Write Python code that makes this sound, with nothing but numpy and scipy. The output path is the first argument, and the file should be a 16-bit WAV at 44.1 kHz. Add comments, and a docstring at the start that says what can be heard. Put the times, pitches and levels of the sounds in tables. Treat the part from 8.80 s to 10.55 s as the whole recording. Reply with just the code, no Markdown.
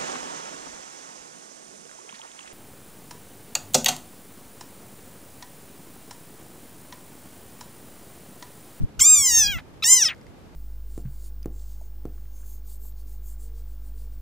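"""Wind thumps on a pair of microphone ports, mostly in opposition, over a far wash of air.
A small frog on open sand, close to the ports, gives a long squeak and then a short one.
Steady vocal pulses ring a narrow mouth resonance that sinks as the mouth closes.
Each squeak ends in a rasp; faint clicks, bursts of noise ringing three resonances, come last."""
import sys
import numpy as np
from scipy import signal
from scipy.fft import rfft, irfft
from scipy.io import wavfile
from scipy.ndimage import uniform_filter1d, minimum_filter1d

SR = 44100
rng = np.random.default_rng(int(sys.argv[2]) if len(sys.argv) > 2 else 0)


def linear_from_db(decibels):
    """Turn decibels (scalar or array-like) into linear amplitude factors; 0 gives 1."""
    return 10 ** (np.asarray(decibels, float) / 20)


def store_pcm(level_fs):
    """Save levels as 16-bit WAV."""
    pcm = np.round(np.clip(level_fs, -1, 1) * 32767).astype(np.int16)
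    wavfile.write(sys.argv[1], SR, np.atleast_2d(pcm).T)


N = 77175

# Pulse rate of the vocal folds. Each row: time in seconds, pitch in Hz.
LONG_SQUEAK_PITCH = [(.193, 1475), (.199, 1480), (.204, 1137), (.21, 1043), (.22, 1046), (.244, 1167),
                     (.265, 1218), (.315, 1255), (.34, 1234), (.38, 1178), (.528, 924.4), (.56, 919.7),
                     (.6, 893.3), (.65, 817), (.69, 822.4), (.715, 810.4), (.74, 723), (.765, 661),
                     (.815, 629)]
SHORT_SQUEAK_PITCH = [(1.023, 1138), (1.028, 1317), (1.035, 1325), (1.044, 893), (1.066, 921.3),
                      (1.085, 989.7), (1.11, 1027), (1.14, 1040), (1.17, 1023), (1.2, 950.7), (1.23, 821.7),
                      (1.26, 647.4), (1.285, 621.4), (1.295, 402.3), (1.35, 206)]
# Vocal effort. Each row: time in seconds, relative level in dB, roughness in dB.
VOCAL_EFFORT = [(0.191, -34.5, -2), (.22, -37, -40), (.3, -39, -48), (.6, -39.5, -48), (0.721, -41.5, -42),
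                (0.77, -45.5, -32), (.784, -53, 3), (0.816, -64., 3), (1.02, -33.5, -18),
                (1.051, -38.5, -34), (1.14, -35.5, -50), (1.199, -39.5, -42), (1.279, -41, -34),
                (1.297, -45, -13), (1.35, -65, -13)]
# Mouth shape. Each row: time in seconds, resonance in Hz, its gain in dB, opening as treble gain in dB.
MOUTH_SHAPE = [(.19, 6040, -11, -6), (.205, 7020, 11, -2), (0.217, 7375, 27, -1), (.27, 7250, 27.5, -1.5),
               (0.329, 7555, 27.5, 0), (0.402, 7160, 30, -1.5), (0.469, 7155, 21, 5.5),
               (0.516, 6820, 22.5, 3), (0.562, 6370, 24, 0.5), (0.602, 6140, 24, 4.5),
               (0.639, 5590, 25.5, -5), (0.673, 4760, 19.5, -6), (.677, 4270, -14, 5),
               (0.681, 3430, 16.5, -7.5), (0.723, 3130, -0.5, -5.5), (0.788, 1910, 7, -18.5),
               (1.022, 3930, -6.5, -31), (1.037, 3970, 14.5, -10.5), (1.045, 5310, 21, -9),
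               (1.061, 6960, 18.5, 5.5), (1.082, 7350, 30, -2), (1.109, 7350, 28.5, 1),
               (1.144, 7200, 22.5, 3), (1.17, 6435, 28, -2), (1.226, 5860, 25.5, -13.5),
               (1.279, 4870, 19, -24), (1.286, 3350, 13.5, -14), (1.31, 2473, 14, -30.5),
               (1.347, 1530, 5, -40)]
# Sound through the body wall. Each row: frequency in Hz, gain in dB.
BODY_GAIN = [(1000, -14.5), (1700, 1.5), (2500, -1.5), (3600, 2.5)]
# Sound through the open mouth. Each row: frequency in Hz, gain in dB before the opening's gain.
OPEN_MOUTH_GAIN = [(3000, -31.5), (6000, 5.5), (8500, -7.5), (9600, -13.5), (12500, -7.5), (14000, -8.5),
                   (15700, 0.5)]
# Pitches that cancel on the way to the ports. Each row: centre in Hz, width in Hz, gain in dB.
PATH_NOTCHES = [(4367, 750, -24.5), (6750, 560, -9), (11370, 400, -11.5)]
# Small mouth or sand clicks. Each row: time in seconds, level in dB of the noise before it rings.
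CLICKS = [(1.348, -42), (1.364, -48.5), (1.380, -48), (1.413, -47), (1.467, -43.5)]
# Resonances the clicks ring. Each row: centre in Hz, width in Hz, gain in dB.
CLICK_RESONANCES = [(2105, 110, 21.5), (5000, 660, 3), (6600, 1200, -4.5)]
# Level difference of the ports. Each row: frequency in Hz, left over right in dB.
PORT_LEVEL_DIFFERENCE = [(1500, -1.5), (3200, 2), (9000, -0.5), (13000, -1)]
# Phase difference of the ports. Each row: frequency in Hz, lead of the left in radians.
PORT_PHASE_LEAD = [(1500, 0.015), (3500, 0.86), (5000, 0.25), (7550, 0.43), (8600, 1.45), (15000, .7)]
# Wind puffs on the ports. Each row: time of the peak in seconds, level in dB.
WIND_PUFFS = [(0.029, -15.5), (0.207, -30), (.405, -30), (0.519, -30.5), (0.591, -30.5), (0.651, -29),
              (0.699, -27.5), (0.761, -26.5)]
# Spectral shapes of wind and air. Each row: frequency in Hz, relative density in dB per Hz.
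WIND_SPECTRUM = [(15, 7), (45, 3.5), (130, -2), (300, -17), (900, -60.5)]
AIR_SPECTRUM = [(30, -9.5), (75, -3.5), (117, -5), (286, -8), (2100, -28.5), (15800, -46)]
# Likeness of the air in the two ports. Each row: frequency in Hz, left-right correlation.
AIR_CORRELATION = [(60, -0.19), (240, 0.63), (950, 0.12), (15000, 0.09)]

ONSET_S, FADE_S = .002, .012
JITTER = .0004   # rms share of the pitch
CROAK_RAD = 0.82   # rms phase wander of the fundamental at 0 dB roughness
ROUGH_DB_PER_OCTAVE = 14.
FLICKER_DB = 2.0   # rms at 10 kHz, in proportion to frequency
MOUTH_WIDTH_HZ = 238.6
BODY_TOP_HZ, BODY_TOP_SHARE = 4960, 1.07   # upper limit of the body's band; share of the mouth's resonance
THROAT_SHARE, THROAT_WIDTH_HZ, THROAT_DB = 0.803, 2600, 5.5   # share of the mouth's resonance
CLICK_DECAY_S = 0.00095
PUFF_S = .016   # standard deviation of the bell-shaped swell
SHARED_DB = -10.   # wind alike in both ports, relative to the opposed part
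AIR_DB, AIR_PATCHY_DB = -49, .6   # level of the part alike in both ports; rms of its slow change
MASK_DB, MASK_REACH_HZ = -35, 750   # threshold under the strongest bin; reach to either side
MASK_LOW_HZ, MASK_TOP_HZ = 1100, 5000
STOP_HZ = 16300.   # attenuation reaches 60 dB here


def at_hz(points, hz):
    """Interpolation on a logarithmic frequency axis, the natural scale of pitch."""
    p = np.array(points)
    return np.interp(np.log(np.maximum(hz, 1)), np.log(p[:, 0]), p[:, 1])


def rms_one(x):
    """Normalisation: division by the root mean square gives unit power."""
    return x / np.sqrt(np.mean(x ** 2) + 1e-20)


def drift(rate_hz, size):
    """Slow random variation: white noise through two equal one-pole low-passes, rms 1."""
    settle = SR // 2
    pole = np.exp(-2 * np.pi * rate_hz / SR)
    noise = rng.standard_normal(size + settle)
    return rms_one(signal.lfilter([1], [1, -2 * pole, pole * pole], noise)[settle:])


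def resonance(hz, centre_hz, width_hz):
    """Damped resonator: complex gain of one mode, unity at its centre."""
    return 1 / (1 + 1j * (hz ** 2 - centre_hz ** 2) / (hz * width_hz))


def glide(t, rows):
    """Continuous motion: table columns interpolated in time and averaged over 4 ms."""
    s, *columns = np.transpose(rows)
    return [uniform_filter1d(np.interp(t, s, c), size=180, mode="nearest") for c in columns]


def vocal_tract(hz, mouth_hz, mouth_db, open_db):
    """Parallel radiation: body wall, mouth, open mouth and throat add, then path notches cancel."""
    body_top_hz = np.minimum(BODY_TOP_HZ, BODY_TOP_SHARE * mouth_hz)
    body = linear_from_db(at_hz(BODY_GAIN, hz)) / (1 + (hz / body_top_hz) ** 6)
    mouth = linear_from_db(mouth_db) * resonance(hz, mouth_hz, MOUTH_WIDTH_HZ)
    mouth = mouth / (1 + (hz / (2 * mouth_hz)) ** 6)
    open_mouth = linear_from_db(open_db + at_hz(OPEN_MOUTH_GAIN, hz))
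    throat = resonance(hz, THROAT_SHARE * mouth_hz, THROAT_WIDTH_HZ) ** 2
    tract = body + mouth + open_mouth + linear_from_db(THROAT_DB + open_db) * throat
    for notch_hz, width_hz, notch_db in PATH_NOTCHES:
        tract *= 1 - (1 - linear_from_db(notch_db)) * np.abs(resonance(hz, notch_hz, width_hz)) ** 2
    return tract


def squeak(pitch_rows):
    """Source and filter: harmonics of the pulse rate pass the tract; roughness spreads noise around each."""
    start, end = int(pitch_rows[0][0] * SR), int(pitch_rows[-1][0] * SR)
    t = np.arange(start, end) / SR
    size = len(t)
    pitch, = glide(t, pitch_rows)
    f0 = pitch * (1 + JITTER * drift(72.0, size))
    mouth_hz, mouth_db, open_db = glide(t, MOUTH_SHAPE)
    level_db, rough_db = glide(t, VOCAL_EFFORT)
    ramp = np.minimum((t - t[0]) / ONSET_S, (t[-1] - t) / FADE_S)
    gain = 2 * linear_from_db(level_db) * np.clip(ramp, 0, 1)

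    # Pulses come early or late when the voice is rough.
    uneven = CROAK_RAD * linear_from_db(rough_db) * drift(220.0, size)
    phase = 2 * np.pi * np.cumsum(f0) / SR + uneven
    out = np.zeros(N)
    for k in range(1, 36):
        hz = k * f0
        tract = vocal_tract(hz, mouth_hz, mouth_db, open_db)
        flicker = linear_from_db(FLICKER_DB * hz / 1e4 * drift(25., size))
        spread = linear_from_db(np.minimum(rough_db + ROUGH_DB_PER_OCTAVE * np.log2(hz / 3000), 0))
        rasp = spread * (drift(500., size) + 1j * drift(500., size))
        harmonic = np.real(gain * tract * (flicker + rasp) * np.exp(1j * k * phase))
        out[start:start + size] += harmonic * (hz < .4 * SR)
    return out


def ticks():
    """Impulsive excitation: noise that starts abruptly and dies at once rings three resonances."""
    t = np.arange(N) / SR
    hz = np.fft.rfftfreq(N, 1 / SR) + 1   # 1 Hz up avoids division by zero
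    level = sum(linear_from_db(db) * (t > s) * np.exp(-np.abs(t - s) / CLICK_DECAY_S) for s, db in CLICKS)
    rings = sum(linear_from_db(db) * resonance(hz, centre_hz, width_hz)
                for centre_hz, width_hz, db in CLICK_RESONANCES)
    return irfft(rfft(level * rng.standard_normal(N)) * rings, N)


def at_ports(x):
    """Spaced reception: two ports hear one source with small differences in level and phase."""
    hz = np.fft.rfftfreq(N, 1 / SR)
    level = linear_from_db(at_hz(PORT_LEVEL_DIFFERENCE, hz) / 2)
    tilt = level * np.exp(.5j * at_hz(PORT_PHASE_LEAD, hz))
    return irfft(rfft(x) * np.array([tilt, 1 / tilt]), N)


def coloured(spectrum):
    """Spectral shaping: white noise weighted by a spectrum above 15 Hz, rms 1."""
    hz = np.fft.rfftfreq(N, 1 / SR)
    white = rfft(rng.standard_normal(N))
    return rms_one(irfft(white * linear_from_db(at_hz(spectrum, hz)) * (hz > 15), N))


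def wind():
    """Turbulent pressure: short puffs of low noise push the ports mostly against each other."""
    t = np.arange(N) / SR
    level = sum(linear_from_db(db) * np.exp(-.5 * ((t - s) / PUFF_S) ** 2) for s, db in WIND_PUFFS)
    shared = linear_from_db(SHARED_DB) * coloured(WIND_SPECTRUM)
    opposed = coloured(WIND_SPECTRUM) * [[1], [-1]]
    return level * (shared + opposed)


def air():
    """Partial coherence: a slightly patchy far wash sums noise alike and opposed in the ports."""
    hz = np.fft.rfftfreq(N, 1 / SR)
    alike = np.clip(at_hz(AIR_CORRELATION, hz), -.9, .9)
    side_gain = np.sqrt((1 - alike) / (1 + alike))
    side = irfft(rfft(coloured(AIR_SPECTRUM)) * side_gain, N)
    level = linear_from_db(AIR_DB + AIR_PATCHY_DB * drift(24.0, N))
    return level * (coloured(AIR_SPECTRUM) + side * [[1], [-1]])


def scene():
    """Superposition: frog and clicks reach both ports, where wind and air add."""
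    frog = squeak(LONG_SQUEAK_PITCH) + squeak(SHORT_SQUEAK_PITCH)
    return at_ports(frog + ticks()) + wind() + air()


def mask_weak_bins(x):
    """Spectral masking: between two band edges, bins far under the strongest one nearby are emptied."""
    hz, _, spec = signal.stft(x, SR, nperseg=1024)
    power = np.mean(np.abs(spec) ** 2, axis=0)
    strongest = -minimum_filter1d(-power, size=int(2 * MASK_REACH_HZ / hz[1]), axis=0)
    limit = strongest * linear_from_db(MASK_DB) ** 2
    in_band = ((hz > MASK_LOW_HZ) & (hz < MASK_TOP_HZ))[:, None]
    masked = in_band / (1 + (power / (limit + 1e-20)) ** 2)
    return signal.istft(spec * (1 - masked), SR)[1][:, :N]


def top_cut(x):
    """Nothing passes above the cut-off."""
    return signal.sosfilt(signal.butter(12, 16510, fs=SR, output="sos"), x)


def record(dry):
    """Masking and band limitation: weak bins near strong tones are emptied, then a low-pass cuts the top."""
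    low_pass = signal.cheby2(12, 60, STOP_HZ, fs=SR, output="sos")
    mix = signal.sosfilt(low_pass, mask_weak_bins(dry))
    return top_cut(mix)


dry = scene()
out = record(dry)
store_pcm(out)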